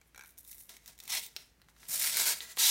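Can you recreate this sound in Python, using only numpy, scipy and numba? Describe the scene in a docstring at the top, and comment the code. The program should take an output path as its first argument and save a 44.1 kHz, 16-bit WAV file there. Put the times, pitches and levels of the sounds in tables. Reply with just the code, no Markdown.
"""A fingernail picks and creaks at a corner of foam board over a low hum, held over a workbench in a small room.
Fingers slide on the paper facing, then it rips away in four pulls; the flexing board snaps.
Rips and rubbing are random impulse showers through body resonances; creaks, ticks and snaps are single clicks.
The hum is a wavering sine over filtered noise; bench and walls add short echoes."""
import sys
import numpy as np
from scipy import signal
from scipy.fft import rfft, irfft
from scipy.io import wavfile
from numba import njit

SR = 44100
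rng = np.random.default_rng(int(sys.argv[2]) if len(sys.argv) > 2 else 0)


def unload_wav(signal):
    """Save mono or channel-first audio to the path in sys.argv[1] as 16-bit WAV at rate SR, clipped to [-1, 1]."""
    wavfile.write(
        sys.argv[1],
        SR,
        np.round(np.clip(np.atleast_2d(signal).T, -1, 1) * 32767).astype(np.int16),
    )


N = 119070
T = np.arange(N) / SR  # s
TOP_HZ = 16050  # upper band limit


def amp(db):
    """Amplitude factor from dB."""
    return 10 ** (np.asarray(db) / 20)


def unit(x):
    """Scale to rms 1."""
    return x / np.sqrt(np.mean(x ** 2))


def envelope(rows):
    """Gain from (s, dB) points, fading quickly outside them."""
    s, db = np.array(rows).T
    outside_s = np.maximum(s[0] - T, 0) + np.maximum(T - s[-1], 0)
    return amp(np.interp(T, s, db)) * np.exp(-outside_s / 0.0038)


def walk(rate_hz):
    """Random wander with a spread near 1: straight lines between rate_hz random points per second."""
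    points = rng.standard_normal(N // 8)
    return 1.2 * np.interp(T * rate_hz, np.arange(N // 8), points)


def body(colour, ring=(), tilt_db=0, size=4096):
    """Causal (minimum-phase) response of unit energy: a broad colour, tilted, with resonances on top."""
    f = np.maximum(np.fft.rfftfreq(size, 1 / SR), 1)
    hz, db = np.array(colour).T
    colour_db = np.interp(np.log(f), np.log(hz), db)
    # dB per octave above 3 kHz, limited to -1..4
    treble_db = np.clip(tilt_db, -1, 4) * np.log2(np.clip(f, 3000, TOP_HZ))
    resonances = sum(amp(g) / (1 + 2j * (f - c) / w) for c, w, g in ring)
    gain = amp(colour_db + treble_db) * np.abs(1 + resonances)
    # folding the cepstrum forward gives minimum phase
    cepstrum = irfft(np.log(gain / gain.max() + 1e-5))
    cepstrum[1:size // 2] *= 2
    cepstrum[size // 2 + 1:] = 0
    response = np.exp(rfft(cepstrum))
    return irfft(response / np.sqrt(np.mean(np.abs(response) ** 2 * (f < TOP_HZ))))


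def through(x, response):
    """Ring a body with x."""
    return signal.fftconvolve(x, response)[:N]


def grains(per_s, spread_db):
    """A shower of tiny impulses of uneven size and random sign, rms 1."""
    chance, size, sign = rng.random(N), rng.standard_normal(N), rng.choice([-1, 1], N)
    struck = chance < per_s / SR
    return unit(struck * sign * amp(spread_db * np.clip(size, -2, 2)))


@njit
def resonate(x, hz, width_hz):
    """Band-pass with a moving centre, gain 1 there (state-variable filter)."""
    y, band, low = np.empty(len(x)), 0., 0.
    for i in range(len(x)):
        g, k = np.tan(np.pi * hz[i] / SR), width_hz / hz[i]
        v = (band + g * (x[i] - low)) / (1 + g * (g + k))
        band, low, y[i] = 2 * v - band, low + 2 * g * v, k * v
    return y


def click(start_s, db, response, rattle, decay_s, size=2048):
    """A sharp release and a brief rattle after it; the level is the rms over 4 ms."""
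    age_s = np.arange(size) / SR
    push = rattle * unit(rng.choice([-1, 1], size) * np.exp(-age_s / decay_s)) / np.sqrt(size)
    push[0] = 1
    sound = signal.fftconvolve(push, response)
    sound *= amp(db) * np.sqrt(.004 * SR / np.sum(sound ** 2))
    return np.pad(sound, (max(int(start_s * SR), 0), N))[:N]


def room_tone():
    """A wavering low hum over soft rumble and hiss, made of coloured noise."""
    floor_db, hum_hz, hum_db = -70, 56.5, -72.5
    # Noise colour. Each row: frequency in Hz, relative level in dB.
    floor_colour = [(20, -22), (40, -5.5), (65, -0.5), (85, -7), (130, -4.5), (200, -8), (300, -11.5),
                    (600, -16.5), (1200, -20.5), (2000, -18), (4000, -24.5), (16000, -29.5)]
    hum_phase = 2 * np.pi * np.cumsum(hum_hz + 2.4 * walk(12)) / SR
    hum = np.sqrt(2) * np.sin(hum_phase) * amp(hum_db + 0.43 * walk(21))
    return hum + amp(floor_db) * through(rng.standard_normal(N), body(floor_colour))


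def room(x, bench_db, wall_db):
    """Quick scatter from the bench and a short, duller tail from the walls, both decaying noise."""
    def echoes(delay_s, t60_s):
        tail = rng.standard_normal(N) * (T > delay_s) * np.exp(-np.log(1000) * T / t60_s)
        return unit(tail) / np.sqrt(N)

    # (Hz, dB), then one resonance (Hz, width Hz, dB)
    wall_colour = [(100, -11.5), (900, 0), (2000, 1), (5000, -2.5), (9000, -4), (16000, -43)]
    walls = through(echoes(.008, t60_s=0.35), body(wall_colour, [(864, 32, 0)]))
    bench = echoes(0.0026, t60_s=0.024)
    return x + through(x, amp(bench_db) * bench + amp(wall_db) * walls)


def fingers():
    """Grain showers: nail crackling at the corner, skin sliding, flap brushing the fingers, grip bumping dully."""
    # Levels of nail, sliding skin, brushing flap and gripping hands. Each row: time in seconds, level in dB.
    picking, sliding = [(0.04, -89), (0.075, -71), (0.125, -94), (0.235, -77), (0.265, -62.5),
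                        (0.305, -62.5), (0.335, -74), (0.37, -78), (0.385, -54), (0.44, -66.5),
                        (0.475, -56), (0.52, -50), (0.56, -61), (0.61, -53.5), (0.645, -61.5), (0.69, -70)], [(0.695, -50), (0.706, -54.5), (0.765, -61.5), (0.80, -68.5),
                                         (0.85, -68.5), (0.872, -58.5), (0.885, -51.5), (0.915, -61),
                                         (0.97, -71), (0.995, -67), (1.025, -61), (1.07, -57.5),
                                         (1.29, -63.5), (1.355, -68.5), (1.38, -60.5), (1.42, -60.5),
                                         (1.45, -68), (1.55, -88), (1.68, -91), (1.695, -61.5),
                                         (1.725, -84), (1.78, -67), (1.83, -58), (1.875, -58.5)]
    brushing, handling = [(2.33, -39), (2.37, -51.5), (2.40, -54.5), (2.425, -44), (2.465, -53.5),
                          (2.50, -50), (2.52, -46.5), (2.542, -61), (2.57, -60)], [(0.8, -90), (0.875, -81), (0.96, -85), (1.15, -73),
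                                            (1.25, -74.5), (1.36, -80), (1.5, -87), (1.8, -77), (1.9, -68),
                                            (2.08, -74), (2.18, -66), (2.3, -77), (2.38, -68), (2.5, -93)]
    # Their colours. Each row: frequency in Hz, relative level in dB.
    pick_colour, slide_colour = [(470, -34), (1000, -25), (1600, -15), (2900, -29), (3800, -7.5),
                                 (4600, -12), (5600, -4), (7000, -5), (11000, 4.5), (14800, 1), (16000, -6)], [(100, -25), (200, -6.5), (450, -9.5), (660, -8.5),
                                                      (1200, -10), (1980, -6.5), (3370, -7), (5630, -4.5),
                                                      (12600, -7.5), (16000, -11)]
    brush_colour, handling_colour = [(120, -39), (200, -15), (635, -9.5), (1140, -8.5), (1350, -6.5),
                                     (1980, -5), (2330, -5), (6400, -2.5), (7140, -2.5), (8270, -7),
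                                     (16000, -8)], [(40, -30), (110, -0.5), (170, 3), (280, -12.5),
                                                           (600, -31), (3000, -60)]
    # Resonances under skin and flap. Each row: centre in Hz, width in Hz, gain in dB.
    slide_ring, brush_ring = [(900, 60, -4), (2050, 150, -5), (3780, 200, -7), (5600, 250, -7)], [(1960, 78, 8.5), (4200, 270, -6), (7400, 270, 0),
                                                  (9300, 290, 2)]

    pick = through(grains(per_s=2600, spread_db=10.5) * envelope(picking), body(pick_colour))
    rubbing = grains(per_s=2800, spread_db=3) * amp(1.25 * walk(130))
    slide = through(rubbing * envelope(sliding), body(slide_colour, slide_ring))
    brush = through(grains(per_s=13000, spread_db=3.5) * envelope(brushing), body(brush_colour, brush_ring))
    grip = through(grains(per_s=170, spread_db=8) * envelope(handling), body(handling_colour))
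    return pick + slide + brush + grip


def nail_creaks():
    """Stick-slip of the nail on the board edge: each slip is one click."""
    # Slips. Each row: start in seconds, level in dB.
    slips = [(0.0143, -59), (0.1469, -53), (0.1599, -52), (0.1777, -47.5), (0.1934, -47.5), (0.2099, -48),
             (0.222, -53), (0.2366, -52), (0.247, -54.5)]
    # Edge colour. Each row: frequency in Hz, relative level in dB.
    edge = body([(150, -43), (400, -7.5), (700, -8.5), (1000, -2.5), (1200, -7), (1550, 6.5), (1950, -7.5),
                 (2350, 5), (2650, -9), (2950, -14), (3900, -6), (4800, -18), (5800, -4.5), (8800, -15.5),
                 (11500, -11), (16000, -18.5)])
    return sum(click(s, db, edge, rattle=2.8, decay_s=0.0014) for s, db in slips)


def paper_ticks():
    """Crisp ticks of the paper, each with its own treble tilt."""
    # Ticks. Each row: start in seconds, level in dB, treble tilt in dB per octave (before the limits in body).
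    tick_rows = [(0.259, -55, -3), (0.2718, -67, -5), (0.292, -57.5, -5), (0.306, -57, 5),
                 (0.3742, -62, -8), (0.379, -49, 6), (0.3853, -48, 11), (0.425, -64, 15),
                 (0.4487, -48.5, 5), (0.4648, -58, 2), (0.4705, -58, 3), (0.479, -52, 4), (0.487, -51, 4.5),
                 (0.4948, -57, -6), (0.5136, -45, 4), (0.5207, -51, 2), (0.5292, -46, 2),
                 (0.5455, -47.5, 5), (0.568, -59, 6), (0.5817, -47, 5.5), (0.607, -54.5, 0.5),
                 (0.6932, -43.5, 1), (0.7674, -49, -1), (0.860, -49, -5.5), (0.8781, -45, -4.5),
                 (0.979, -57, -3.5), (0.9891, -49.5, -4), (1.002, -44, -5), (1.037, -47.5, 1),
                 (1.054, -49, -7), (1.0783, -40, -3.5), (1.0959, -43, -3.5), (1.1037, -34.5, -7.5),
                 (1.125, -35.5, -9), (1.138, -35.5, -4.5), (1.1507, -29.5, -5.5), (1.264, -43, 1),
                 (1.8866, -48, 1), (1.996, -28, 6), (2.021, -40, -3.5), (2.17, -24.5, 4), (2.268, -37, 5),
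                 (2.564, -45, 4.5)]
    # Paper colour. Each row: frequency in Hz, relative level in dB.
    tick_colour = [(200, -23), (500, -22), (900, -7), (1300, -14.5), (2000, -0.5), (2900, -5), (3800, -1.5),
                   (4700, -7.5), (5600, 1.5), (10000, -2.5), (14500, 1), (17000, 1)]
    # Resonances. Each row: centre in Hz, width in Hz, gain in dB.
    tick_ring = [(2145, 45, 4.5), (3680, 470, -3)]
    return sum(click(s, db, body(tick_colour, tick_ring, tilt_db), rattle=3.7, decay_s=0.0013)
               for s, db, tilt_db in tick_rows)


def board_snaps():
    """Snaps of the flexing board: shared resonances plus one main pitch per snap."""
    # Snaps. Each row: start in seconds, level in dB, main pitch in Hz, its width in Hz, its gain in dB.
    snap_rows = [(1.3645, -35, 5450, 1000, 10.5), (1.600, -70, 1780, 1200, 27),
                 (1.6175, -57.5, 2160, 700, 3), (1.645, -73, 2200, 1500, 0), (1.6865, -57.5, 1800, 1970, 5),
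                 (1.765, -62.5, 1480, 1200, 28), (1.8313, -53.5, 1700, 1500, 16),
                 (2.4056, -37, 3750, 1190, 8), (2.5703, -40, 10000, 2140, 40),
                 (2.5744, -38.5, 1300, 696, 20)]
    # Board colour. Each row: frequency in Hz, relative level in dB.
    snap_colour = [(150, -17.5), (400, -7.5), (800, -6.5), (1400, -1.5), (3000, -2.5), (4200, 2),
                   (4700, -6.5), (5400, -4), (7500, -9.5), (16000, -9.5)]
    # Shared resonances. Each row: centre in Hz, width in Hz, gain in dB.
    snap_ring = [(394, 33, 11), (633, 37, 9), (880, 32, 5.5), (2090, 170, 4), (2720, 170, 0),
                 (3140, 180, 5)]
    return sum(click(s, db, body(snap_colour, snap_ring + [(hz, width_hz, gain_db)]), rattle=0.77, decay_s=0.00075)
               for s, db, hz, width_hz, gain_db in snap_rows)


def pull(force, colour, ring, db, per_s, catch_db):
    """Bonds between paper and foam break in uneven showers as the peel line catches; they ring the board."""
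    catching = amp(catch_db * walk(640))
    breaks = unit(grains(per_s, spread_db=4.5) * catching)
    return through(breaks * envelope(force), body(colour, ring)) * amp(db)


def peeling():
    """Three careful pulls with ringing bent paper, then a fast one whose lengthening flap sings downward."""
    # Force of each pull; the creep is a light, bright end to the first.
    # Each row: time in seconds, level in dB before the pull's db trim.
    pull_1, creep_force, pull_2 = [(1.075, -69), (1.091, -43), (1.097, -34), (1.107, -37.5), (1.116, -35.5),
                                   (1.135, -30), (1.157, -32.5), (1.178, -32), (1.195, -49), (1.215, -57)], [(1.175, -44), (1.195, -37.5), (1.21, -47.5),
                                                   (1.232, -42.5), (1.258, -47.5), (1.274, -53.5),
                                                   (1.29, -58)], [(1.884, -44), (1.887, -37), (1.91, -34.5),
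                                                                  (1.945, -30), (1.985, -35.5),
                                                                  (2.01, -30.5), (2.065, -29), (2.095, -32),
                                                                  (2.113, -37), (2.128, -35.5)]
    pull_3, pull_4 = [(2.13, -31), (2.136, -36), (2.2, -27), (2.252, -32), (2.27, -26), (2.322, -29),
                      (2.35, -47.5), (2.39, -46.5)], [(2.565, -71), (2.576, -49), (2.585, -34), (2.591, -27), (2.62, -25.5),
                                      (2.66, -23.5), (2.7, -23.5)]
    # Colour of board and paper as the grip changes. Each row: frequency in Hz, relative level in dB.
    colour_1, creep_colour, colour_2 = [(100, -49), (300, -21), (500, -26), (640, -16), (900, -7.5),
                                        (1200, -10.5), (1550, -11.5), (2020, -4.5), (2800, -2.5),
                                        (3450, -4.5), (4300, 2), (4650, -12), (5150, 1.5), (6800, -4.5),
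                                        (13300, -7.5), (16000, -18)], [(180, -60), (300, -15), (614, -15), (774, -20),
                                                          (930, -11), (1230, -25), (1970, -9), (3830, -1),
                                                          (4750, -7), (5340, -4), (16000, -5)], [(60, -28), (150, -26),
                                                                                (360, -18), (450, -30),
                                                                                (580, -18), (1000, -17),
                                                                                (1500, -6.5), (2170, -3.5),
                                                                                (2860, -5.5), (4300, -2.5),
                                                                                (4900, -4), (5500, -0.5),
                                                                                (6200, -2.5), (9300, -2),
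                                                                                (10500, -3), (15200, -3.5),
                                                                                (16000, -27)]
    colour_3, colour_4 = [(120, -67), (200, -25), (360, -15), (456, -18), (635, -14.5), (1350, -10.5),
                          (1480, -4.5), (1940, -8), (2210, -4.5), (2650, -6), (4350, -1), (9230, -1.5),
                          (10500, -4.5), (11900, -0.5), (16000, -9.5)], [(120, -71), (200, -22), (340, -38), (387, -21.5), (558, -36.5),
                                            (659, -22), (950, -10.5), (1180, -24), (1300, -12.5),
                                            (1450, -18), (1910, -9.5), (2470, -9), (3690, -2.5),
                                            (14100, -6.5), (16000, -19)]
    # Resonances of the held board. Each row: centre in Hz, width in Hz, gain in dB.
    ring_1, ring_2, ring_3, ring_4 = [(626, 47, 1), (906, 48, -4), (2050, 130, 0.5), (3400, 170, 3),
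                                      (5460, 400, -14)], [(582, 26, 9), (900, 64, 0), (2180, 300, -12),
                                                      (5350, 200, -7), (9300, 440, -14)], [(610, 66, 1), (916, 130, 0.5),
                                                                      (1528, 30, 4.5), (2210, 210, 1),
                                                                      (4470, 150, -10), (8400, 250, -22)], [(880, 64, -8),
                                                                                      (1016, 54, -7),
                                                                                      (1370, 68, -11),
                                                                                      (1900, 150, -8),
                                                                                      (6100, 720, -11)]

    first = pull(pull_1, colour_1, ring_1, db=-2.5, per_s=7200, catch_db=1.4)
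    creep = pull(creep_force, creep_colour, ring_1[1:3], db=-2.5, per_s=5400, catch_db=-0.5)
    second = pull(pull_2, colour_2, ring_2, db=-1.45, per_s=6000, catch_db=1.4)
    third = pull(pull_3, colour_3, ring_3, db=-1.5, per_s=9000, catch_db=1.5)
    fast = pull(pull_4, colour_4, ring_4, db=-1, per_s=26000, catch_db=-0.5)

    # while its flap is short, the second pull radiates less in this band
    short_flap_s, short_flap_db, short_flap_band_hz = 0.17, -9, [1000, 5940]
    shortness = np.clip(1 - (T - pull_2[0][0]) / short_flap_s, 0, 1)
    band_pass = signal.butter(2, short_flap_band_hz, "band", fs=SR, output="sos")
    mid_band = signal.sosfiltfilt(band_pass, second)
    careful = first + creep + second + mid_band * (amp(short_flap_db * shortness) - 1) + third

    # the bent paper rings at a pitch, and its octave, that shift with its curl
    curl_width_hz, curl_db = 130, -1.5
    curl_hz = 4440 * np.exp(np.clip(0.11 * walk(45), -.5, .5))
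    curl = sum(resonate(careful, k * curl_hz, float(k * curl_width_hz)) for k in (1, 2))

    # the freed flap rings lower as it lengthens
    flap_start_hz, flap_sag_hz_per_s, flap_width_hz, flap_db = 4860, 14100, 150, 1
    sagging_hz = np.clip(flap_start_hz - flap_sag_hz_per_s * (T - pull_4[0][0]), 2000, 6000)
    flap = resonate(fast, sagging_hz * (1 + 0.064 * walk(100)), float(flap_width_hz))
    return careful + amp(curl_db) * curl + fast + amp(flap_db) * flap


def scene():
    """Tearing and clicks, each with its own echo levels, over the room tone."""
    tearing = room(peeling() + fingers(), bench_db=-8, wall_db=-22)
    clicks = room(nail_creaks() + paper_ticks() + board_snaps(), bench_db=-6, wall_db=-12.5)
    return (tearing + clicks + room_tone())[None]


def record(dry):
    """The recorder cuts the top: a steep low-pass."""
    return signal.sosfilt(signal.ellip(10, .2, 70, TOP_HZ, fs=SR, output="sos"), dry)


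dry = scene()
out = record(dry)
unload_wav(out)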